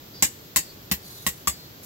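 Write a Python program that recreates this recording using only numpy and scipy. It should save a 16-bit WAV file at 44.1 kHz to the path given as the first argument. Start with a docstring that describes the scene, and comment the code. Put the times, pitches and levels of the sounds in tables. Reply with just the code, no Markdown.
"""Hammering a tent peg

A steel hammer drives a tent peg into gravelly ground with five blows, under a tarp at a campsite.
Each blow sums decaying modes of peg and hammer head, decaying coloured noise for crack, clank and head blur,
random grains for the crunch of grit, and low sines for thud and boom of the soil.
Behind it are low outdoor rumble and insect hiss (coloured noise), a cicada calling in even notes (harmonics
through a sinking resonance), two soft cloth rustles and a short burst at the very end (swelling noise)."""
import sys
import numpy as np
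from scipy import signal
from scipy.fft import rfft, irfft
from scipy.io import wavfile
from scipy.ndimage import uniform_filter1d

SR = 44100
rng = np.random.default_rng(int(sys.argv[2]) if len(sys.argv) > 2 else 0)


def waveform_to_disk(signal):
    """Save audio, clipped to [-1, 1], as 16-bit WAV at the path in sys.argv[1]."""
    frames = np.transpose(np.atleast_2d(signal))
    scaled = np.clip(frames, -1, 1) * 32767
    samples = np.round(scaled).astype(np.int16)
    wavfile.write(sys.argv[1], SR, samples)


N = 81585
TIME = np.arange(N) / SR

# hammer blows: t/s, clank level/dB, head level/dB, grit level/dB, thud level/dB, boom level/dB,
# clank decay t60/s, first bending mode f/Hz, its level/dB, second bending mode f/Hz, its level/dB,
# frequency ratio of the upper peg modes
BLOWS = [(0.2240, -14.5, -12, -22.5, -21.5, -28, 0.096, 1060, -28.5, 2105, -27, 1.01),
         (0.5607, -17, -14, -16, -28.5, -29, 0.11, 1028, -27, 2055, -36, 1.08),
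         (0.9140, -17, -31, -17, -16.5, -20.5, 0.063, 1072, -30, 1877, -31, .925),
         (1.2655, -18, -21.5, -19.5, -23, -26.5, 0.071, 1097, -23, 1907, -26.5, .99),
         (1.4729, -17.5, -18, -30, -27, -21.5, 0.064, 1125, -22, 1810, -33.5, 1.2)]
CRACK_T60_S = 0.008   # first contact of peg and hammer head
TAIL_DB, TAIL_T60_S = -24.5, 0.5   # far reflections, relative to the diffuse sound


def from_db(db):
    """Level to amplitude: 20 dB is a factor of ten."""
    return 10 ** (np.asarray(db) / 20)


def rms_one(x):
    """Normalise the mean power to 1."""
    return x / np.sqrt(np.mean(x ** 2) + 1e-20)


def at_hz(points, hz):
    """Interpolate a table linearly on a logarithmic frequency axis."""
    f, v = np.transpose(points)
    return np.interp(np.log(hz + 1), np.log(f), v)


def colour(x, spectrum):
    """Linear filtering: weight each frequency of a steady signal, then normalise to rms 1."""
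    n = x.shape[-1]
    gain = from_db(at_hz(spectrum, np.fft.rfftfreq(n, 1 / SR)))
    return rms_one(irfft(rfft(x) * gain, n))


def air_noise(spectrum):
    """Diffuse field: mid and side noise set the left-right correlation, high only in the bass."""
    # left-right correlation of diffuse sound: f/Hz, correlation (-1 to 1)
    likeness = [(60, .97), (130, 0.95), (290, 0.8), (640, 0.22), (1400, -0.38), (3000, 0.046),
                (15000, -0.04)]
    alike = np.clip(at_hz(likeness, np.fft.rfftfreq(N, 1 / SR)), -1, 1)
    mid, side = rfft(rng.standard_normal((2, N)))
    stereo = np.sqrt(1 + alike) * mid + np.sqrt(1 - alike) * side * [[1], [-1]]
    return colour(irfft(stereo, N), spectrum)


def from_right(x):
    """Arrival-time difference: a direct sound reaches the left microphone a little later."""
    left_lag_s = 0.00012
    return np.array([np.interp(TIME - left_lag_s, TIME, x), x])


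def decay(start, t60, rise=0.0001):
    """Damped energy: a quick linear rise under an exponential fall of 60 dB in t60 seconds."""
    t = np.maximum(TIME - start, 0)
    fall = np.exp(-np.minimum(np.log(1000) * t / t60, 50))
    return np.minimum(t / rise, 1) * fall


def swell(start, length, edge):
    """Gradual onset and release: sine-shaped fades around a steady hold."""
    to_edge = np.minimum(TIME - start, start + length - TIME)
    return np.sin(np.pi / 2 * np.clip(to_edge / edge, 0, 1))


def wobble(n, size):
    """Slow random fluctuation: noise averaged twice over size points, rms 1."""
    return rms_one(uniform_filter1d(uniform_filter1d(rng.standard_normal(n), size), size))


def ring(modes, start, ratio=1, rise=0.00011, spread_db=2.0):
    """Modal synthesis: reflections give each struck mode its own level and phase at each microphone."""
    out, i = np.zeros((2, N)), int(start * SR)
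    t = TIME[:min(N - i, SR // 3)]
    for hz, db, t60 in modes:
        # the phase difference between the microphones widens with frequency
        half_shift = min(hz / 3000, 0.8) * rng.uniform(0.26, 1.98)
        phase = rng.uniform(0, 2 * np.pi) + half_shift * np.array([[-1], [1]])
        gain = from_db(db + spread_db * rng.standard_normal((2, 1))) * np.minimum(t / rise, 1)
        oscillation = np.sin(2 * np.pi * hz * ratio * t + phase)
        out[:, i:i + len(t)] += gain * oscillation * np.exp(-np.log(1000) * t / t60)
    return out


def scatter(start, t60):
    """Incoherent summation: the energy of each reflection adds a step to the diffuse decay."""
    # reflections of a blow off the tent and the tarp: delay t/s, level/dB
    echoes = [(.0052, -1.5), (0.0233, -10)]
    energy = decay(start, t60) ** 2
    for delay, db in echoes:
        energy = energy + (from_db(db) * decay(start + delay, t60)) ** 2
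    return np.sqrt(energy)


def campsite():
    """Many distant sources merge into steady noise: low outdoor rumble and a far chorus of insects."""
    # spectrum of the outdoor rumble: f/Hz, relative level/dB
    rumble = [(20, -30), (35, -8), (60, -9.5), (115, -1), (160, -3.5), (195, -4.5), (245, -7.5), (310, -6),
              (420, -8), (550, -11.5), (750, -15), (1500, -17), (2500, -20), (8000, -42), (16000, -55)]
    # spectrum of the insect chorus: f/Hz, relative level/dB
    insects = [(2000, -18.5), (3200, -1.5), (4300, 0), (6200, -4), (7600, -6.5), (9200, -27),
               (11000, -10.5), (12500, 0), (15500, -0.5)]
    rumble_db, insects_db = -47.5, -46.5
    return from_db(rumble_db) * air_noise(rumble) + from_db(insects_db) * air_noise(insects)


def cicada():
    """Source and resonator: two tymbals click in turn into the abdomen, whose resonance sinks in each note."""
    # cicada notes: t/s, length t/s, level/dB, tymbal rate f/Hz, unevenness of the two tymbals (0-1),
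    # resonance at the start f/Hz
    notes = [(0.128, 0.174, -46.5, 188, 0.8, 4800), (0.57, 0.17, -50.5, 196, .6, 4900),
             (1.014, 0.24, -50, 190, .2, 4440), (1.478, 0.21, -49.5, 193.2, 0, 4700)]
    sag_hz_per_s, width_hz = 2600, 340   # abdominal resonance
    rate_jitter, flicker_db, edge_s = 0.004, 3, 0.04
    out = np.zeros((2, N))
    for s, length, db, hz, uneven, start_hz in notes:
        turn = 2 * np.pi * np.cumsum(hz * (1 + rate_jitter * wobble(N, size=500))) / SR
        on = (TIME > s) & (TIME < s + length)
        centre = start_hz - sag_hz_per_s * (TIME[on] - s)
        buzz = 0
        for k in range(17, 36):
            body = 1 / np.sqrt(1 + (2 * (k * hz - centre) / width_hz) ** 2)
            # distance makes the harmonics flicker
            flicker = from_db(flicker_db * wobble(N, size=700)[on])
            # equal tymbals cancel the odd harmonics
            strength = uneven if k % 2 else 1
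            line = np.sin(k * turn[on] + rng.uniform(0, 2 * np.pi, (2, 1)))
            buzz = buzz + strength * body * flicker * line
        out[:, on] += from_db(db) * swell(s, length, edge_s)[on] * rms_one(buzz)
    return out


def peg():
    """Impact excitation: a crack, bending modes that shift as the peg sinks, and a rough scattered clank."""
    # upper modes of the peg: f/Hz, relative level/dB, decay t60/s
    upper_modes = [(510.2, -24.5, 0.22), (833, -17, 0.076), (1343, -14, 0.049), (1695, -31, 0.078),
                   (2296, -12, 0.067), (2838, -14.5, 0.14), (3210, -16, .09), (3953, -9.5, 0.064),
                   (4570, -22.5, 0.17), (4940, -11.5, 0.11), (6100, -25, 0.037), (6220, -13, 0.088)]
    # spectrum of crack and clank: f/Hz, relative level/dB
    clank_spectrum = [(120, -7), (230, -7), (300, 4.5), (400, -14.5), (510, -4), (680, -7.5), (850, -4.5),
                      (1100, -7.5), (1500, -8.5), (1750, 4), (3300, -2), (6000, 0), (8500, -5),
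                      (10500, -5.5), (15500, -4)]
    crack_db, upper_db, scatter_db = 3.5, -2, -1   # relative to the clank level of the blow
    direct_share = 0.28   # share of the clank's energy that is direct sound
    ripple_db, ripple_full_hz = 3.6, 3200   # dense upper modes leave peaks and gaps in the clank
    crunch_db = 0.5   # unevenness of the clank in time
    first_t60_s, second_t60_s = 0.065, 0.115
    twin_ratio, twin_db = 1.045, -5.5   # the peg bends in two planes, at slightly different pitches

    direct = from_right(colour(rng.standard_normal(N), clank_spectrum))
    clank_direct = from_right(colour(rng.standard_normal(N), clank_spectrum))
    clank_diffuse = air_noise(clank_spectrum)
    clank = np.sqrt(direct_share) * clank_direct + np.sqrt(1 - direct_share) * clank_diffuse
    ripple_depth = ripple_db * np.minimum(np.fft.rfftfreq(N, 1 / SR) / ripple_full_hz, 1) ** 2
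    crunch = from_db(crunch_db * wobble(N, size=90))
    out = 0
    for s, clank_db, _, _, _, _, t60, first_hz, first_db, second_hz, second_db, ratio in BLOWS:
        ripple = from_db(ripple_depth * wobble(N // 2 + 1, size=220))
        rippled = rms_one(irfft(rfft(clank) * ripple, N))
        tail = from_db(TAIL_DB) * decay(s, TAIL_T60_S, rise=0.024)
        scattered = from_db(scatter_db) * rippled * (crunch * scatter(s, t60) + tail)
        crack = from_db(crack_db) * direct * decay(s, CRACK_T60_S)
        upper = from_db(upper_db) * ring(upper_modes, s, ratio, spread_db=1.0)
        out = out + from_db(clank_db) * (crack + upper + scattered)

        bends = [(first_hz, first_db, first_t60_s), (second_hz, second_db, second_t60_s)]
        twins = from_db(twin_db) * ring(bends, s, twin_ratio, spread_db=9)
        out = out + ring(bends, s, spread_db=0.5) + twins
    return out


def hammer_head():
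    """Free vibration of a stiff body: the steel head clinks in two mode clusters, blurred by reflections."""
    # hammer head modes: f/Hz, relative level/dB, decay t60/s
    head_modes = [(6990, -4, .15), (7080, -7, .11), (7308, -12, .14), (7608, 1.5, .14), (7660, -5, .17),
                  (7897, -12, .1), (8269, -14, .11), (11850, -14, .1), (11925, -13, .1), (12143, -9, .13),
                  (12240, -12, .12), (12463, -12, .11)]
    # spectrum of the crack and of the reflected head ring: f/Hz, relative level/dB
    blur_spectrum = [(5000, -30), (6500, -11), (7020, 0.5), (7330, -7), (7650, 5), (8000, -8.5),
                     (8550, -44), (9450, -2.5), (10500, -33), (11400, -9), (12100, -4.5), (12550, -8.5),
                     (13200, -33), (16000, -40)]
    crack_db, clink_db, blur_db = 3, -8, -3   # relative to the head level of the blow
    blur_t60_s = 0.095
    blur = air_noise(blur_spectrum)
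    direct = from_right(colour(rng.standard_normal(N), blur_spectrum))
    out = 0
    for s, _, head_db, *_ in BLOWS:
        tail = from_db(TAIL_DB) * decay(s, TAIL_T60_S, rise=0.033)
        crack = from_db(crack_db) * direct * decay(s, CRACK_T60_S)
        clink = from_db(clink_db) * ring(head_modes, s, rise=0.0012, spread_db=2.0)
        blurred = from_db(blur_db) * blur * (scatter(s, blur_t60_s) + tail)
        out = out + from_db(head_db) * (crack + clink + blurred)
    return out


def grit():
    """Granular friction: the peg slips deeper and grinds past small stones, a train of random impulses."""
    # spectrum of the grains: f/Hz, relative level/dB
    grit_spectrum = [(800, -10), (2500, -4), (5000, -10), (9500, -12), (12000, 10.5), (13500, 5),
                     (15500, 4)]
    grains_per_s, grain_spread_db = 4500, 2.5
    t60_s, rise_s = 0.13, 0.0029
    struck = rng.random((2, N)) < grains_per_s / SR
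    sign = rng.choice([-1, 1], (2, N))
    grains = struck * sign * from_db(grain_spread_db * rng.standard_normal((2, N)))
    envelope = sum(from_db(db) * decay(s, t60_s, rise_s) for s, _, _, db, *_ in BLOWS)
    return colour(grains, grit_spectrum) * envelope


def soil():
    """Damped resonance of the ground: a short thud in two modes and a deeper, slower-rising boom."""
    thud_hz, thud_t60_s = 183, 0.08
    thump_hz, thump_t60_s, thump_db = 135, 0.072, -7   # lower mode, relative to the thud
    boom_hz, boom_t60_s, boom_rise_s = 71.3, 0.12, 0.024
    out = 0
    for s, _, _, _, thud_db, boom_db, *_ in BLOWS:
        turn = 2 * np.pi * (TIME - s)
        thud = np.sin(thud_hz * turn) * decay(s, thud_t60_s, rise=0.0042)
        thump = from_db(thump_db) * np.sin(thump_hz * turn) * decay(s, thump_t60_s, rise=0.0032)
        boom = np.sin(boom_hz * turn) * decay(s, boom_t60_s, boom_rise_s)
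        out = out + from_db(thud_db) * (thud + thump) + from_db(boom_db) * boom
    return out


def rustles_and_burst():
    """Amplitude-modulated noise: two soft cloth rustles, then a short burst of noise at the very end."""
    # two cloth rustles and the final burst: t/s, length t/s, level/dB
    swells = [(1.01, .27, -46), (1.3, .15, -53), (1.825, .06, -43)]
    # spectrum shared by the rustles and the burst: f/Hz, relative level/dB
    noise_spectrum = [(300, 1), (1000, -7), (2700, -12.5), (4500, -5.5), (6500, 3), (9000, -6), (12000, 8),
                      (15500, -10)]
    flicker_db = 1.5
    flicker = from_db(flicker_db * rms_one(uniform_filter1d(rng.standard_normal(N), size=400)))
    envelope = sum(from_db(db) * swell(s, length, length * 0.28) for s, length, db in swells)
    return air_noise(noise_spectrum) * flicker * envelope


def scene():
    """Superposition: the blows, slightly louder on the left, in front of the campsite."""
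    pan_db = 1.1   # left-right level difference
    pan = from_db(np.array([[pan_db], [-pan_db]]) / 2)
    background = campsite() + cicada()
    blows = pan * (peg() + hammer_head() + grit()) + soil()
    return background + blows + rustles_and_burst()


def record(dry):
    """Band limiting and saturation: deepest bass dropped, peaks rounded, top cut steeply."""
    low_cut_hz, cutoff_hz = 28, 15750
    top = 1.2   # ceiling of the rounded peaks
    high_pass = signal.butter(2, low_cut_hz, "high", fs=SR, output="sos")
    low_pass = signal.ellip(12, 0.1, 80, cutoff_hz, fs=SR, output="sos")
    x = signal.sosfilt(high_pass, dry)
    rounded = top * np.tanh(x / top)
    return signal.sosfilt(low_pass, rounded)


dry = scene()
out = record(dry)
waveform_to_disk(out)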